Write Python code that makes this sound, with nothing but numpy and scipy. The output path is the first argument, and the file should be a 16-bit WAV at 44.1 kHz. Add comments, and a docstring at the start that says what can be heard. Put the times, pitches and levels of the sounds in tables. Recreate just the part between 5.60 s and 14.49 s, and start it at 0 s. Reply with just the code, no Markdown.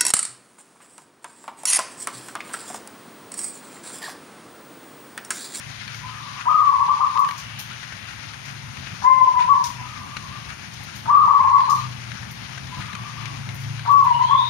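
"""Zebra doves on a porch

A caged zebra dove coos four phrases on a reverberant porch; a second answers from further off.
Each note is an almost pure tone from the syrinx that scoops up and usually sags; wall echoes beat on it.
A distant engine hums over road rumble, a hiss lies to the left, and there are light ticks and scuffs
on the cage and bright rustles. Small birds twitter far off, and a faint whistle rises at the end."""
import sys
import numpy as np
from scipy import signal
from scipy.fft import rfft, irfft, next_fast_len
from scipy.io import wavfile
from scipy.ndimage import uniform_filter1d

SR = 44100
rng = np.random.default_rng(int(sys.argv[2]) if len(sys.argv) > 2 else 0)


def generate_wav(sig):
    """Save sig (samples, or channels by samples) to the path in sys.argv[1] as 16-bit PCM at SR."""
    pcm = np.round(np.clip(np.atleast_2d(sig).T, -1, 1) * 32767).astype(np.int16)
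    wavfile.write(sys.argv[1], SR, pcm)


N = 392049
TIME = np.arange(N) / SR


def from_db(db):
    """Decibels to gain."""
    return 10 ** (np.asarray(db) / 20)


def unit_rms(x):
    """Scale to rms 1."""
    return x / np.sqrt(np.mean(x ** 2) + 1e-20)


def curves(rows):
    """Interpolate rows of (time_s, values...) to every sample, one curve per value column."""
    time_s, *columns = np.transpose(rows)
    return [np.interp(TIME, time_s, column) for column in columns]


def pan(left_db):
    """Ear gains for a left-minus-right level difference."""
    return from_db(np.array([[left_db], [-left_db]]) / 2)


def delayed(x, delay_s):
    """Fractional delay."""
    return np.interp(TIME - delay_s, TIME, x, left=0)


def drift(rate_hz, size=N):
    """Smooth random wander, rms about 1, rolling off above rate_hz."""
    step = 16
    knots = next_fast_len(size // step + 2)
    hz = np.arange(knots // 2 + 1) * SR / step / knots
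    spectrum = rfft(rng.standard_normal(knots)) / (1 + (hz / rate_hz) ** 4)
    return np.interp(np.arange(size) / step, np.arange(knots), unit_rms(irfft(spectrum, knots)))


def noise(colour):
    """Noise of rms 1, shaped by rows of (freq_hz, density_db)."""
    size = next_fast_len(N)
    hz, db = np.transpose(colour)
    bin_hz = np.maximum(np.arange(size // 2 + 1) * SR / size, 1)
    low_cut = np.minimum(bin_hz / hz[0], 1) ** 2
    gain = from_db(np.interp(np.log(bin_hz), np.log(hz), db)) * low_cut
    return unit_rms(irfft(rfft(rng.standard_normal(size)) * gain, size)[:N])


def bursts(events, colour, rise_s):
    """Decaying stereo noise puffs from rows of (start_s, level_db, t60_s, left_db)."""
    envelope, t = np.zeros((2, N + SR)), TIME[:SR]
    rise = 1 - np.exp(-t / rise_s)
    for start_s, db, t60_s, left_db in events:
        at = int(start_s * SR)
        envelope[:, at:at + SR] += pan(left_db) * from_db(db - 60 * t / t60_s) * rise
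    return envelope[:, :N] * np.array([noise(colour), noise(colour)])


def porch(x, build_s=0.013, t60_s=0.39):
    """Diffuse stereo tail that builds and decays, flattened to favour no pitch."""
    t = TIME[:SR]
    tail = rng.standard_normal((2, SR)) * from_db(-60 * t / t60_s) * (1 - np.exp(-t / build_s))
    response = rfft(tail, 2 * SR)
    response /= np.sqrt(uniform_filter1d(np.abs(response) ** 2, size=80, axis=1))
    return signal.fftconvolve(x[None], irfft(response)[:, :SR], axes=1)[:, :N]


# Engine speed: time_s, cycle_hz
ENGINE_CYCLES = [(0, 28.6), (3, 27.5), (5.7, 21.4), (6.15, 26), (6.55, 23), (7.1, 27.3), (7.5, 30),
                 (7.9, 26.3), (8.2, 28.8), (8.89, 24.7)]
# Engine loudness: time_s, level_db
ENGINE_ENVELOPE = [(0, -42.5), (.5, -41.5), (.75, -44.5), (1.75, -53), (1.95, -37.5), (2.25, -52),
                   (2.95, -38.5), (3.8, -54), (4.2, -40.5), (4.6, -53.5), (5.8, -48), (6.25, -30),
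                   (6.75, -46.5), (7.35, -38.5), (8.1, -29), (8.6, -34), (8.89, -35)]


def engine(exhaust_hz=125.1, exhaust_width_hz=26, waver_db=1.0):
    """Orders 4 and 5 throb together as the speed wanders; the exhaust resonance favours the nearer."""
    order_hz = np.outer([4, 5], curves(ENGINE_CYCLES)[0])
    orders = np.sin(2 * np.pi * np.cumsum(order_hz, axis=1) / SR)
    weights = 1 / (1 + (2 * (order_hz - exhaust_hz) / exhaust_width_hz) ** 2)
    hum = np.sum(weights * orders, axis=0) / np.linalg.norm(weights, axis=0)
    return from_db(curves(ENGINE_ENVELOPE)[0] - waver_db * drift(4.4)) * hum


# Road rumble spectrum: freq_hz, density_db
ROAD_COLOUR = [(20, -30), (40, -18), (65, -6.5), (120, 1), (200, -5), (300, -14.5), (450, -19.5),
               (900, -19), (2000, -45)]
# Road rumble loudness: time_s, level_db
ROAD_ENVELOPE = [(0, -45.5), (2, -44), (5, -41), (7.5, -40), (8.89, -41)]


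def traffic(surge_db=2.0, scatter_db=-13, lag_s=0.00097):
    """The engine over a surging road rumble, reaching the left ear later."""
    rumble_gain = from_db(curves(ROAD_ENVELOPE)[0] + surge_db * drift(20))
    road = engine() + rumble_gain * noise(ROAD_COLOUR)
    scattered = from_db(scatter_db) * rumble_gain * np.array([noise(ROAD_COLOUR), noise(ROAD_COLOUR)])
    return pan(3.4) * (np.array([delayed(road, lag_s), road]) + scattered)


def patchy(x, depth_db, rate_hz=14, lowest_hz=350):
    """Each of ten half-octave bands swells and sinks on its own; output rms 1."""
    size = next_fast_len(N)
    spectrum, out = rfft(x, size), 0
    bin_hz = np.maximum(np.arange(len(spectrum)) * SR / size, 1)
    band_index = np.clip(2 * np.log2(bin_hz / lowest_hz), 0, 9)
    knots_s = np.arange(0, N / SR + 1, 1 / rate_hz)
    for k in range(10):
        wander = np.interp(TIME, knots_s, rng.standard_normal(len(knots_s)))
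        band = irfft(spectrum * np.maximum(1 - np.abs(band_index - k), 0), size)[:N]
        out = out + from_db(depth_db * wander) * band
    return unit_rms(out)


# Hiss spectrum at each ear: freq_hz, density_db
LEFT_HISS_COLOUR = [(300, -34.5), (500, -8.5), (750, -2.5), (1100, 3), (1600, 5.5), (2300, 6.5), (3300, 2),
                    (4800, -1), (6400, -2.5), (8500, -15.5), (11000, -27.5), (15000, -43.5)]
RIGHT_HISS_COLOUR = [(300, -12.5), (500, -14), (800, -9), (1400, -3), (2300, -9.5), (4000, -18.5),
                     (6500, -21.5), (8800, -10.5), (11000, -19), (13000, -23), (15000, -47.5)]


def hiss(left_db=-35.5, right_db=-46.0, flicker_db=1.18, grain_db=0.7):
    """Shifting, slightly grainy hiss on the left; a weaker, steadier one on the right."""
    left_gain = from_db(left_db + flicker_db * drift(19) + grain_db * drift(300))
    left = left_gain * patchy(noise(LEFT_HISS_COLOUR), depth_db=1.7)
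    right = from_db(right_db) * patchy(noise(RIGHT_HISS_COLOUR), depth_db=-0.2)
    return np.array([left, right])


# Cage contact spectrum, for scuffs and ticks: freq_hz, density_db
CONTACT_COLOUR = [(600, -30), (1400, 12), (2500, 7), (5500, -5), (8000, -5.5), (15000, -38)]
# Scuffs on the cage: start_s, level_db, t60_s
CAGE_SCUFFS = [(0.206, -30.5, 0.33), (.285, -32, 0.38), (0.803, -23.5, 0.13), (1.07, -28, .2),
               (2.1, -29.5, .35), (2.225, -28, .1), (2.32, -23, 0.08), (2.478, -27.5, 0.43),
               (2.728, -27, 0.15), (2.88, -27, 0.27), (3.262, -27, 0.16), (3.789, -20, 0.27),
               (4.885, -24, 0.2), (7.199, -29.5, 0.76), (8.455, -29.5, 0.58), (8.7, -28.5, 0.27)]


def scuffs(gain_db=-8.0, left_db=11.5, grain_db=1.5):
    """Light scraping on the cage swells softly and fades in grains."""
    rubs = bursts([(*row, left_db) for row in CAGE_SCUFFS], CONTACT_COLOUR, rise_s=0.0055)
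    return from_db(gain_db + grain_db * drift(160)) * rubs


# Light knocks on the cage: start_s, level_db, pitch_hz
CAGE_KNOCKS = [(0.2782, -29, 2360), (0.345, -32, 2180), (1.5733, -30, 1980), (1.646, -31.5, 2390),
               (1.688, -28, 1610), (1.71, -27.5, 2240), (2.2318, -30.5, 1720), (2.276, -36, 2830),
               (2.3242, -32.5, 1550), (3.17, -35, 2130), (3.271, -33, 1620), (3.8045, -32, 1940),
               (4.568, -23.5, 2220), (6.0053, -28.5, 1800), (6.517, -29.5, 2090), (6.8947, -38, 2500),
               (6.977, -31, 1560), (7.3307, -32, 2140), (7.3516, -27.5, 2435), (7.656, -26.5, 2304),
               (7.89, -31.5, 2172), (8.194, -32, 2344)]
# Cage bar modes: pitch_ratio, level_db, t60_s
CAGE_MODES = [(0.689, -15.5, 0.028), (0.861, -11.5, .03), (1.002, 0, 0.048), (1.271, -6, 0.027),
              (1.83, -6.5, 0.033), (2.6, -11, 0.024)]


def ringing_bars(gain_db=-4.5, left_db=13.5, tail_db=-11, spread_db=2.5):
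    """Each knock rings the bars, every mode at a randomly varied strength."""
    ring, t = np.zeros(N + SR), TIME[:SR // 4]
    for start_s, knock_db, hz in CAGE_KNOCKS:
        at = int(start_s * SR)
        for ratio, mode_db, t60_s in CAGE_MODES:
            peak_db = gain_db + knock_db + mode_db - spread_db * rng.standard_normal()
            decay = from_db(peak_db - 60 * t / t60_s)
            ring[at:at + len(t)] += decay * np.sin(2 * np.pi * hz * ratio * t)
    return pan(left_db) * (ring[:N] + from_db(tail_db) * porch(ring[:N]))


def cage_ticks(crack_db=9.0, noise_gain_db=-10.5, left_db=12.5, t60_s=0.031, patter_count=70):
    """Knocks crack and ring the bars, amid fainter ticks at random times; mostly left."""
    cracks = [(start_s, db + crack_db) for start_s, db, _ in CAGE_KNOCKS]
    patter = [(when * N / SR, -42 + 7 * force ** 2) for when, force in rng.random((patter_count, 2))]
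    contacts = [(start_s, db, t60_s, left_db) for start_s, db in cracks + patter]
    return ringing_bars() + from_db(noise_gain_db) * bursts(contacts, CONTACT_COLOUR, rise_s=0.00033)


# Bright rustles: start_s, body_db, top_db, t60_s, left_db
RUSTLE_EVENTS = [(0.344, -45, -54, 0.37, 3), (1.589, -38, -34, 0.087, 1), (1.68, -46, -49, 0.36, -1),
                 (1.776, -35.5, -47, 0.23, 2.5), (1.989, -35.5, -33.5, 0.18, 3), (2.851, -45, -54, 0.34, 1),
                 (3.429, -39, -61, 0.22, 4), (4.037, -30, -40, 0.3, 4), (5.1347, -41, -50, 0.085, 7),
                 (5.232, -50, -43, .08, -5), (5.354, -42.5, -44, 0.24, 3), (6.097, -32, -40, 0.37, 5.5),
                 (6.707, -44, -41, 0.13, -1), (7.942, -44, -41, .12, -5), (8.0, -46, -48, 0.23, 0),
                 (8.312, -46, -42.5, .2, -3), (8.44, -48, -44, 0.1, -8)]
# Spectra of a rustle's body and crisp top: freq_hz, density_db
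BODY_COLOUR = [(1500, -2.5), (3500, -0.5), (6000, 9), (9000, 1), (12000, -46), (15000, -21.5)]
TOP_COLOUR = [(6000, -23), (9000, -4), (12000, 3), (15000, -3.5)]


def rustles(grain_db=2.0, body_left_db=5, tail_db=-13):
    """Grainy noise puffs, each with its own share of crisp top; the body lies further left."""
    bodies = [(s, db, t60_s, left_db + body_left_db) for s, db, _, t60_s, left_db in RUSTLE_EVENTS]
    tops = [(s, db, t60_s, left_db) for s, _, db, t60_s, left_db in RUSTLE_EVENTS]
    puffs = bursts(bodies, BODY_COLOUR, rise_s=0.002) + bursts(tops, TOP_COLOUR, rise_s=0.0023)
    direct = from_db(grain_db * drift(350)) * puffs
    return direct + from_db(tail_db) * porch(direct.mean(axis=0))


LEAD_S = 0.026  # usual lead-in before a note's top pitch


def coo(start_s, length_s, top_hz, end_hz, level_db, warble, lead_s, lead_hz,
        attack_s=0.021, release_s=0.022, rest_hz=971, warble_hz=100.7, leap_db=3):
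    """One note: the syrinx leaps up, glides to end_hz (usually lower), and relaxes as pressure ends."""
    t = TIME[:int((lead_s + length_s) * SR)] - lead_s  # zero at the top of the leap
    pressure = np.minimum(1 + t / lead_s, 1)
    leap = 0.16 * pressure + 0.84 * pressure ** 8  # gentle climb, then a jump
    glide = np.clip(t / length_s, 0, 1) ** 1.65
    closing = np.clip(1 - (length_s - t) / release_s, 0, 1)
    hz = lead_hz + (top_hz - lead_hz) * leap + (end_hz - top_hz) * glide
    hz += (rest_hz - hz) * 0.54 * closing
    # Pressed notes flutter in pitch and strength together, and are less steady.
    flutter_hz = warble_hz * (1 + 0.22 * drift(24.3, size=SR)[:len(t)])
    flutter = warble * np.sin(2 * np.pi * np.cumsum(flutter_hz) / SR)
    jitter = (0.0025 + 0.043 * warble) * drift(62, size=SR)[:len(t)]
    hz *= 1 + jitter - 0.076 * flutter
    attack = np.minimum((t + lead_s) / attack_s, 1)
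    release = np.cos(np.pi / 2 * closing ** 2) ** 2
    envelope = from_db(level_db + leap_db * (leap - 0.5)) * attack * release * (1 + flutter)
    out, at = np.zeros(N + SR), int((start_s - lead_s) * SR)
    out[at:at + len(t)] = envelope * np.sin(2 * np.pi * np.cumsum(hz) / SR)
    return out[:N]


# Far dove's phrase: offset_s, length_s, top_hz, level_db
ANSWER_NOTES = [(0, 0.026, 1020, -30.5), (0.039, .11, 1268, -38), (0.163, 0.0393, 1195, -35.5),
                (0.224, 0.039, 1170, -34), (.32, .04, 1185, -33.5), (.45, 0.021, 1182, -32),
                (0.526, 0.063, 1170, -37.5)]
# Its answers: start_s, gain_db
ANSWERS = [(0.449, 1), (4.198, 0.5), (7.132, 0)]


def far_dove(direct_db=-6.5, tail_db=-3.5, left_db=4, sag_hz=25):
    """The answering bird repeats one phrase in soft, reverberant syllables."""
    voice = np.zeros(N)
    for start_s, gain_db in ANSWERS:
        for offset_s, length_s, top_hz, db in ANSWER_NOTES:
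            voice += coo(start_s + offset_s, length_s, top_hz, top_hz - sag_hz, db + gain_db,
                         warble=0.41, lead_s=LEAD_S, lead_hz=985)
    return pan(left_db) * (from_db(direct_db) * voice + from_db(tail_db) * porch(voice))


# Near dove's phrases, rolling and smooth in turn: start_s, lead_hz, rasp_db
SONG_PHRASES = [(0.845, 951, -36.5), (3.41, 983, -35.5), (5.448, 930.6, -35.5), (8.245, 924, -36.5)]
# Its notes, timed from the leap: start_s, length_s, top_hz, end_hz, level_db, warble_depth
SONG_NOTES = [ (.887, 0.12, 1251, 1231, -17.5, 0.17), (1.027, .08, 1177, 1084, -22, 0.2),
              (1.134, 0.042, 1101, 1054, -22.5, 0.55), (1.207, 0.031, 1116, 1095, -22, 0.6),
              (1.295, 0.028, 1174, 1194, -20.5, 0.52), (1.408, 0.044, 1197, 1149, -21.5, 0.69),
              (1.569, 0.067, 1181, 1167, -22, 0.59), (3.464, 0.16, 1039, 1022, -14, .03),
              (3.679, 0.02, 1020, 964, -18.5, 0.13), (3.77, 0.04, 1005, 983, -17, .05),
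              (3.894, 0.051, 1157, 996, -17, .28), (3.975, 0.039, 995, 940, -25.5, 0),
              (5.502, 0.06, 1183, 1172, -16.5, 0.13), (5.548, 0.11, 1225, 1196, -17, 0.48),
              (5.687, 0.032, 1187, 1163, -17.5, 0.51), (5.742, 0.039, 1140, 1146, -20, 0.41),
              (5.799, 0.022, 1096, 1050, -15, 0.3), (5.856, .046, 1087, 1063, -20, 0.56),
              (5.924, .067, 1125, 1086, -17.5, 0.45), (5.994, 0.023, 1094, 1000, -22.5, 0.5),
              (6.091, 0.049, 1186, 1182, -22, 0.56), (8.295, 0.14, 1148, 1095, -18.5, 0.17),
              (8.463, 0.071, 1011, 915, -20.5, 0.04), (8.608, 0.028, 1012, 947, -17.5, 0),
              (8.71, 0.056, 1105, 1032, -17.5, 0.2), (8.796, 0.036, 1011, 918, -26, .1)]


def song(opening_lead_s=0.032):
    """The near dove's syrinx: each phrase opens with a slow lead-in; close notes run together."""
    out, last_end_s = np.zeros(N), 0
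    ends_s = [phrase[0] for phrase in SONG_PHRASES[1:]] + [np.inf]
    for (begin_s, lead_hz, _), end_s in zip(SONG_PHRASES, ends_s):
        notes = [note for note in SONG_NOTES if begin_s <= note[0] < end_s]
        for k, (start_s, length_s, *voicing) in enumerate(notes):
            lead_s = opening_lead_s if k == 0 else np.clip(start_s - last_end_s, LEAD_S / 2, LEAD_S)
            out += coo(start_s, length_s, *voicing, lead_s, lead_hz)
            last_end_s = start_s + length_s
    return out


def throat(source, band_hz=(825, 1290)):
    """The inflated crop passes only the fundamental."""
    crop = signal.butter(2, band_hz, "band", fs=SR, output="sos")
    return signal.sosfilt(np.vstack([crop, crop]), source)


# Breath turbulence spectrum: freq_hz, density_db
BREATH_COLOUR = [(500, -16.5), (700, -2), (1000, 6.5), (1280, 0.5), (1450, -5.5), (1700, -2), (2500, -52.5)]


def rasps(length_s=0.028, note_gain_db=-22):
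    """A puff of turbulence opens each phrase; a fainter one precedes every note."""
    openings = [(start_s, db) for start_s, _, db in SONG_PHRASES]
    catches = [(start_s - LEAD_S, db + note_gain_db) for start_s, _, _, _, db, _ in SONG_NOTES]
    envelope, puff = np.zeros(N + SR), np.hanning(int(length_s * SR))
    for start_s, db in openings + catches:
        at = int(start_s * SR)
        envelope[at:at + len(puff)] += from_db(db) * puff
    return envelope[:N] * noise(BREATH_COLOUR)


def overtone(tone, band_hz=(1880, 2100), gain_db=-1.0, tail_db=-8):
    """Loud low notes raise an octave; high notes only brush its resonance as they dip."""
    resonance = signal.butter(3, band_hz, "band", fs=SR, output="sos")
    octave = from_db(gain_db) * signal.sosfilt(resonance, tone ** 2)
    return octave + from_db(tail_db) * porch(octave)


def echoes(x, walls):
    """Direct sound plus wall reflections."""
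    return x + sum(from_db(db) * delayed(x, delay_s) for delay_s, db in walls)


# Wall echoes at each ear: delay_s, gain_db
LEFT_WALLS = [(.0082, -14), (.00881, -9), (0.0276, -8), (0.0422, -10.5), (.06618, -19)]
RIGHT_WALLS = [(.00833, -7.5), (0.0197, -2), (0.0357, -2.5), (.05015, 0.5), (0.0757, -1.5)]


def near_dove(early_db=4.2, tail_db=1.5, left_db=11.5, lag_s=0.00079, low_hz=920, low_width_hz=130):
    """The caged bird with wall echoes and porch tail; panned left, with extra low tones on the right."""
    tone = throat(song())
    voice = tone + rasps()
    low_tones = signal.lfilter(*signal.iirpeak(low_hz, low_hz / low_width_hz, fs=SR), voice)
    left = echoes(delayed(voice, lag_s), LEFT_WALLS)
    right = echoes(voice, RIGHT_WALLS) + low_tones
    early = from_db(early_db) * np.array([left, right])
    tail = from_db(tail_db) * porch(voice, build_s=0.009)
    return pan(left_db) * (early + tail + overtone(tone))


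# Small birds far off: start_s, length_s, pitch_hz, level_db
TWITTER_BOUTS = [(1.6, .65, 2940, -40.5), (5.803, 0.51, 4170, -40), (8.553, 0.2, 4090, -37)]


def twitter(syllables_per_s=7, sweep=0.105, jitter=0.055, left_db=-6):
    """Runs of unsteady falling syllables, blurred by the porch."""
    out, waver = np.zeros(N), drift(255)
    for start_s, length_s, hz, db in TWITTER_BOUTS:
        bout = np.sin(np.pi * np.clip((TIME - start_s) / length_s, 0, 1))
        syllable = (TIME - start_s) * syllables_per_s % 1
        phase = 2 * np.pi * np.cumsum(hz * (1 + sweep * (0.5 - syllable) + jitter * waver)) / SR
        out += from_db(db) * bout * np.sin(np.pi * syllable) * np.sin(phase)
    return pan(left_db) * porch(out)


# Faint rising whistle far off: time_s, pitch_hz, level_db
WHISTLE_GLIDE = [(8.45, 2720, -73), (8.51, 2846, -42), (8.65, 3223, -39.5), (8.76, 3540, -34),
                 (8.89, 4000, -41)]


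def whistle(jitter=0.026, left_db=11, flicker_db=4.5):
    """A thin, unsteady, flickering glide, smeared by the porch."""
    hz, db = curves(WHISTLE_GLIDE)
    glide = np.sin(2 * np.pi * np.cumsum(hz * (1 + jitter * drift(250))) / SR)
    return pan(left_db) * porch(from_db(db + flicker_db * drift(18)) * glide)


def scene():
    """Both doves over the outdoor background, in stereo."""
    calls = near_dove() + far_dove() + twitter() + whistle()
    return calls + traffic() + hiss() + cage_ticks() + scuffs() + rustles()


def gain_control(x, threshold_db=-18, slope=0.22, ceiling_db=-7.5, window_s=0.026):
    """Gentle compression above the threshold, with a ceiling on the short-term level."""
    size = int(window_s * SR)
    power = uniform_filter1d(np.max(x ** 2, axis=0), size)
    level_db = 10 * np.log10(np.abs(power) + 1e-12)
    compression_db = slope * np.maximum(level_db - threshold_db, 0)
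    cut_db = np.maximum(compression_db, level_db - ceiling_db)
    return x * from_db(-uniform_filter1d(cut_db, size))


def record(dry):
    """Gain control, a narrow notch in the treble near 8 kHz, and a steep top cut."""
    notch_hz, cutoff_hz = (7050, 8450), 15600
    notch = signal.butter(2, notch_hz, "bandstop", fs=SR, output="sos")
    top_cut = signal.ellip(10, 0.2, 80, cutoff_hz, fs=SR, output="sos")
    return signal.sosfilt(np.vstack([notch, top_cut]), gain_control(dry))


dry = scene()
out = record(dry)
generate_wav(out)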